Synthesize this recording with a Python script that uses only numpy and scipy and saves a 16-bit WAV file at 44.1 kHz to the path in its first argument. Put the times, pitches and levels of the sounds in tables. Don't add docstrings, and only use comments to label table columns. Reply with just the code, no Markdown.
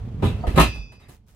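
import sys
import numpy as np
from scipy import signal
from scipy.fft import rfft, irfft, next_fast_len
from scipy.io import wavfile
from scipy.ndimage import uniform_filter1d

SR = 44100
rng = np.random.default_rng(int(sys.argv[2]) if len(sys.argv) > 2 else 0)


def wrap_up_sound(samples):
    columns = np.atleast_2d(samples).T
    tamed = np.clip(columns, -1, 1)
    steps = np.round(tamed * 32767).astype(np.int16)
    wavfile.write(sys.argv[1], SR, steps)


N = 59535
T = np.arange(N) / SR

# time_s, slip_rate_hz, level_db
JUDDER = [(0.0, 80.6, -77), (0.041, 115.4, -33.5), (0.101, 123.4, -37), (0.15, 94.7, -33.5),
          (0.2, 88.7, -29), (0.27, 122, -28), (0.339, 104, -36.5), (0.45, 110, -38), (0.56, 120, -48),
          (0.68, 53, -77)]
# time_s, level_db
SLIDE_LEVEL = [(0, -34), (0.15, -36), (0.3, -27), (0.42, -29.5), (0.55, -25.5), (0.70, -34.5),
               (0.82, -40.5), (0.97, -51.5), (1.15, -51), (1.20, -58.5), (1.35, -59.5)]
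# frequency_hz, gain_db
SLIDE_COLOUR = [(20, -33.5), (50, 5), (100, -1.5), (200, -8), (350, -22.5), (800, -25.5), (1600, -36.5),
                (3300, -40), (5000, -48), (7000, -51.5), (15000, -62)]
# frequency_hz, gain_db
CABIN_COLOUR = [(20, -10), (50, 4.5), (125, -1.5), (170, -11.5), (215, -7.5), (300, -23.5), (500, -36.5),
                (1500, -44.5), (5000, -46), (15000, -59.5)]
# start_s, pitch_hz, level_db, t60_s
THUMPS = [(0.012, 103.3, -32, 1), (0.174, 150, -24.5, 0.29), (0.227, 214.4, -17, 0.2),
          (0.249, 87.4, -9, 0.21), (0.320, 61.4, -21.5, 0.52), (0.459, 43.8, -13.5, 0.24),
          (0.559, 272, -25, 0.12), (0.567, 161.4, -10, 0.25), (0.587, 58.4, -1.5, 0.26),
          (0.673, 100, -18, 0.15), (0.767, 47.5, -25, 0.43), (0.914, 65.4, -31.5, 0.14)]
# start_s, level_db, extra_bass_db, extra_treble_db, rattle_s, pan_left_db
BLOWS = [(0.2233, -30.5, 13, -11, 0.0057, -0.5), (0.238, -32, 9, -0.5, 0.012, -1),
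         (0.263, -41.5, -3.5, 0, 0.017, 5.5), (0.306, -46.5, -8.5, -12, 0.006, -13),
         (0.469, -33.5, 7.5, -3.5, 0.0025, 1.5), (0.493, -41.5, -10.5, 2, 0.029, 3),
         (0.558, -25, 1.5, -2, 0.013, 0.5), (0.5751, -18, 5.5, -7.5, 0.0011, -1),
         (0.584, -14, -3.5, -8.5, 0.0025, 4), (0.5967, -15, -3, 4.5, .0012, 0.5),
         (0.609, -21, -4.5, 7.5, .002, -1), (0.621, -26.5, -2, 0.5, 0.0017, -0.5),
         (0.737, -42, -2, -1.5, 0.013, -1), (0.92, -51, -1.5, 0.5, 0.002, -2),
         (0.995, -51.5, -8, -2, 0.027, 0.5), (1.084, -56.5, 13, 17, 0.0074, 0.5)]
# band_hz, gain_db
BLOW_COLOUR = [(90, -8.5), (160, -7.5), (330, -6.5), (600, -5.5), (1100, -4.5), (1600, -11.5), (2600, -9),
               (3700, -10.5), (6000, -21), (8500, -14), (13000, -14.5), (16000, -26)]
# band_hz, t60_s
BLOW_DECAY = [(100, 0.34), (400, 0.17), (1000, 0.17), (3000, 0.26), (12000, 0.16)]
# start_s, level_db
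ARM_KNOCKS = [(0.2248, -20), (0.2355, -18.5)]
# pitch_hz, level_db, t60_s
ARM_BODY_MODES = [(295.4, -1, 0.13), (413.2, 2, 0.23), (483, -10, .12), (794, -15, 0.14), (935, -9, 0.083)]
# start_s, level_db
ARM_JOLTS = [(0.23, -44), (0.256, -42)]
# pitch_hz, base_level_db, base_t60_s
ARM_STEEL_MODES = [(2369, -1, .28), (2552, -3, .55), (2683, -4, .7), (2790, -4, .4), (2945, -4, .3),
                   (3355, -1, .33), (3661, 3, .26), (3830, -2, .25), (3938, 0, .25)]
# start_s, length_s, centre_hz, width_hz, level_db
SCRAPES = [(0.228, 0.088, 3600, 595, -43.5), (0.244, 0.058, 8120, 400, -53),
           (0.454, 0.057, 1910, 248, -41.5), (0.582, 0.006, 3700, 892, -23.5),
           (0.989, 0.12, 2010, 690, -63)]
# start_s, length_s, pitch_hz, level_db
SQUEAKS = [(0.405, 0.013, 4470, -54), (0.425, 0.039, 4570, -58), (1.016, 0.04, 3770, -59)]
# start_s, level_db
HINGE_KNOCKS = [(0.4365, -22.5), (0.4445, -23)]
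# pitch_hz, level_db, t60_s
HINGE_MODES = [(500, -9.5, 0.079), (623.4, -11, 0.16), (693, 3, 0.23), (929, -4.5, 0.15),
               (1261, -6.5, 0.045)]
# start_s, level_db
SPRING_JOLTS = [(0.47, -54.5), (0.598, -30.5)]
# pitch_hz, base_level_db, t60_s
SPRING_MODES = [(2375, -14, .6), (2422, -11, .5), (2452, -13, .5), (2482, -7, .7), (2530, -13, .5),
                (2579, -0.5, .68), (2610, -7, .55), (2681, -15, .55), (3531, -11, .6), (3784, -20, .5),
                (3880, -21, .5), (4592, -15, .65), (4765, -19, .6), (4856, -15, .9), (4947, -22, .6),
                (4990, -17, .7), (5254, -21, .7), (5952, -18, .6), (5978, -26, .6)]
# start_s, level_db
CLANKS = [(0.5768, -21), (0.584, -11), (0.599, -13)]
# pitch_hz, base_level_db, base_t60_s
FRAME_MODES = [(215, -7, .25), (300, -4, .27), (370, -3, .22), (565, -9, .2), (614, -9, .2), (673, -9, .2),
               (774, -7, .2), (893, -10, .2), (959, -7, .22), (1039, -7, .2), (1084, -2, .2),
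               (1205, -9, .18), (1259, -3, .2), (1335, -7, .2), (1717, -14, .3), (1835, -12, .26)]
# start_s, level_db
SNAPS = [(0.584, -27), (0.6, -19), (0.6285, -22.5)]
# pitch_hz, base_level_db, base_t60_s
LATCH_MODES = [(2080, -8, .27), (2476, -6, .3), (2610, -3, .33), (2768, 0, .33), (3045, -6, .22),
               (3187, -8, .25), (3250, -8, .22), (3876, -9, .28), (4090, -11, .24)]
# start_s, length_s, level_db
RUSTLES = [(1.076, 0.092, -56.5), (1.259, 0.063, -59.5), (1.304, 0.087, -63)]
# frequency_hz, gain_db
RUSTLE_COLOUR = [(150, -18), (500, -4.5), (1500, -8.5), (4000, -13.5), (7000, -13.5), (14000, -17)]
# frequency_hz, side_over_mid_db
WIDTH = [(60, -21), (250, -15.5), (500, -7), (1000, -2), (2000, -3), (4000, 0), (10000, 0.5)]
# frequency_hz, left_over_right_db
BALANCE = [(40, -5.5), (130, -0.5), (250, -5), (500, 1), (1000, 1), (2500, -.5), (8000, -1.5)]

BASS_HZ, TREBLE_HZ = 516, 4430
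LEFT_RIGHT = np.array([[1], [-1]])
POWER_FALL = np.log(10 ** 6)


def undb(db):
    return 10 ** (np.asarray(db) / 20)


def at(hz, points):
    f, v = np.array(points).T
    return np.interp(np.log(hz + 1e-9), np.log(f), v)


def unit(x):
    return x / np.sqrt(np.mean(x ** 2))


def shape(x, gain):
    size = next_fast_len(N + N // 4)
    return irfft(rfft(x, size) * gain(np.arange(size // 2 + 1) * SR / size), size)[..., :N]


def resonance(hz, width_hz):
    return lambda f: 1 / (1 + (2 * (f - hz) / width_hz) ** 2)


def steel(f, depth_db=4.5, spacing_hz=45):
    peaks = rng.standard_normal(4096)
    ripple = np.interp(f / spacing_hz, np.arange(len(peaks)), peaks)
    return undb(depth_db * f / (f + BASS_HZ) * ripple)


def stereo_noise():
    mid, side = rng.standard_normal((2, N))
    pair = mid + LEFT_RIGHT * shape(side, lambda f: undb(at(f, WIDTH)))
    return shape(pair, lambda f: 1 / np.hypot(1, undb(at(f, WIDTH))))


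def noise(colour):
    return unit(shape(stereo_noise(), lambda f: undb(at(f, colour))))


def wander(rate_hz):
    return unit(shape(rng.standard_normal(N), lambda f: np.exp(-(f / rate_hz) ** 2)))


def flutter(rate_hz, depth_db):
    return unit(undb(depth_db * wander(rate_hz)))


def arch(start, length):
    return np.sin(np.pi * np.clip((T - start) / length, 0, 1))


def fade(x, seconds):
    return signal.lfilter([1], [1, -np.exp(-1 / (SR * max(seconds, 1 / SR)))], x)


def contacts(start, length):
    return (T > start) * np.exp(-np.maximum(T - start, 0) / length) / (length * SR)


def energy(hits, contact_s):
    return sum(undb(db) ** 2 * contacts(start, contact_s) for start, db in hits)


def spread(k, hz):
    return (-1) ** k * np.arctan(undb(at(hz, WIDTH))) * LEFT_RIGHT


def ring(modes, start, attack_s=0.0034):
    age, out = np.maximum(T - start, 0), 0
    for k, (hz, db, t60) in enumerate(modes):
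        decay = np.exp(-np.log(1000) * age / t60)
        out += undb(db) * decay * np.sin(2 * np.pi * hz * age + spread(k, hz))
    return out * (1 - np.exp(-age / attack_s))


def sing(modes, power, tilt_db, t60_scale=1, waver_cycles=0.083):
    out = 0
    for k, (hz, db, t60) in enumerate(modes):
        phase = 2 * np.pi * (hz * T + waver_cycles * wander(36))
        envelope = np.sqrt(fade(power, t60_scale * t60 / POWER_FALL)) * flutter(25, 1.7)
        level = undb(db + tilt_db * np.log2(hz / 1000))
        out += level * envelope * np.sin(phase + spread(k, hz))
    return out


def sliding(body_hz=184, jitter=0.055, panel_boost_db=8.5):
    times, slip_hz, db = np.array(JUDDER).T
    cycles = np.cumsum(np.interp(T, times, slip_hz) * (1 + jitter * wander(66))) / SR
    slips = np.diff(np.floor(cycles), prepend=0) * flutter(70, 5.1)
    judder = unit(shape(slips, lambda f: (f / body_hz) ** 2 / (1 + (f / body_hz) ** 2) ** 4))
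    judder *= undb(np.interp(T, times, db))
    rub = noise(SLIDE_COLOUR)
    bass = shape(rub, lambda f: 1 / (1 + (f / BASS_HZ) ** 2))
    rumble = bass * flutter(77, 1.9) + (rub - bass) * flutter(60, 1.0)
    rumble *= undb(np.interp(T, *np.array(SLIDE_LEVEL).T))
    panel = resonance(438, width_hz=63)
    return shape(judder + rumble, lambda f: undb(panel_boost_db * panel(f)))


def cabin(level_db=-54.5):
    return undb(level_db) * noise(CABIN_COLOUR)


def floor_booms(attack_cycles=0.77):
    out = 0
    for start, hz, db, t60 in THUMPS:
        attack = 1 - np.exp(-((T - start) * hz / attack_cycles) ** 2)
        out += ring([(hz, db, t60)], start) * attack
    return out


def clatter(crack_db=-13, crack_s=0.001):
    hiss, out = shape(stereo_noise(), steel), 0
    start, db, bass_db, treble_db, rattle_s, pan_db = np.array(BLOWS).T[:, :, None]
    rattles, cracks = contacts(start, rattle_s), contacts(start, crack_s)
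    for hz in 88 * 2 ** (np.arange(16) / 2):
        def half_octave(f):
            distance = abs(2 * np.log2(f / hz + 1e-9))
            return np.cos(np.pi / 2 * np.minimum(distance, 1)) ** 2
        band = unit(shape(hiss, half_octave))
        shelves_db = bass_db / (1 + (hz / BASS_HZ) ** 2) + treble_db / (1 + (TREBLE_HZ / hz) ** 2)
        level_db = db + at(hz, BLOW_COLOUR) + shelves_db
        power = undb(level_db.T + LEFT_RIGHT * pan_db.T / 2) ** 2
        tail = fade(power @ rattles, at(hz, BLOW_DECAY) / POWER_FALL)
        crack = undb(crack_db) ** 2 * (power @ cracks) * crack_s * SR
        out += band * np.sqrt(tail + crack)
    return out * flutter(450, 0.5)


def folding_arm():
    knocks = sum(undb(db) * ring(ARM_BODY_MODES, start) for start, db in ARM_KNOCKS)
    jolts = energy(ARM_JOLTS, contact_s=0.0093)
    return knocks + sing(ARM_STEEL_MODES, jolts, tilt_db=-1.0, t60_scale=0.9)


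def scrapes():
    out = 0
    for start, length, hz, width_hz, db in SCRAPES:
        grit = unit(shape(stereo_noise(), resonance(hz, width_hz)))
        out += undb(db) * arch(start, length) * grit
    return out * flutter(330, 1.0)


def squeaks():
    out = 0
    for start, length, hz, db in SQUEAKS:
        pitch = hz * flutter(260, 0.089)
        out += undb(db) * arch(start, length) * np.sin(2 * np.pi * np.cumsum(pitch) / SR)
    return out


def hinge():
    return sum(undb(db) * ring(HINGE_MODES, start) for start, db in HINGE_KNOCKS)


def springs(buzz_db=-18, buzz_t60_s=0.81, mute_at_s=1.08, mute_fade_s=0.05):
    jolts = energy(SPRING_JOLTS, contact_s=0.015)
    tones = sing(SPRING_MODES, jolts, tilt_db=2.5, waver_cycles=0.06)
    hiss = shape(stereo_noise(), steel)
    coils = unit(shape(hiss, resonance(5700, width_hz=1200)))
    buzz = undb(buzz_db) * coils * np.sqrt(fade(jolts, buzz_t60_s / POWER_FALL))
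    mute = np.exp(-np.maximum(T - mute_at_s, 0) / mute_fade_s)
    return (tones + buzz) * flutter(37, 0.61) * mute


def frame_slam():
    return sing(FRAME_MODES, energy(CLANKS, contact_s=0.002), tilt_db=0.3, t60_scale=0.82)


def latch():
    return sing(LATCH_MODES, energy(SNAPS, contact_s=0.0016), tilt_db=-0.1, t60_scale=0.67)


def upholstery(tail_s=0.008):
    swells = sum(undb(db) * arch(start, length) for start, length, db in RUSTLES)
    envelope = np.sqrt(fade(swells ** 2, tail_s) / (tail_s * SR))
    return envelope * noise(RUSTLE_COLOUR) * flutter(325, 2.3)


def scene():
    mix = clatter() + folding_arm() + frame_slam() + latch() + springs() + floor_booms()
    mix += hinge() + squeaks() + scrapes() + sliding() + upholstery() + cabin()
    return shape(mix, lambda f: undb(LEFT_RIGHT * at(f, BALANCE) / 2))


def record(dry, threshold_db=-3.5, ratio=1.5, release_s=0.38, ceiling=0.9, top_hz=15700):
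    release = np.exp(-T / release_s)
    peak = np.maximum.accumulate(abs(dry).max(axis=0) / release) * release
    overshoot = np.maximum(uniform_filter1d(peak, size=64) / undb(threshold_db), 1)
    ducked = dry * overshoot ** (1 / ratio - 1)
    rounded = ducked / (1 + (ducked / ceiling) ** 6) ** (1 / 6)
    return signal.sosfilt(signal.ellip(8, .2, 80, top_hz, fs=SR, output="sos"), rounded)


dry = scene()
out = record(dry)
wrap_up_sound(out)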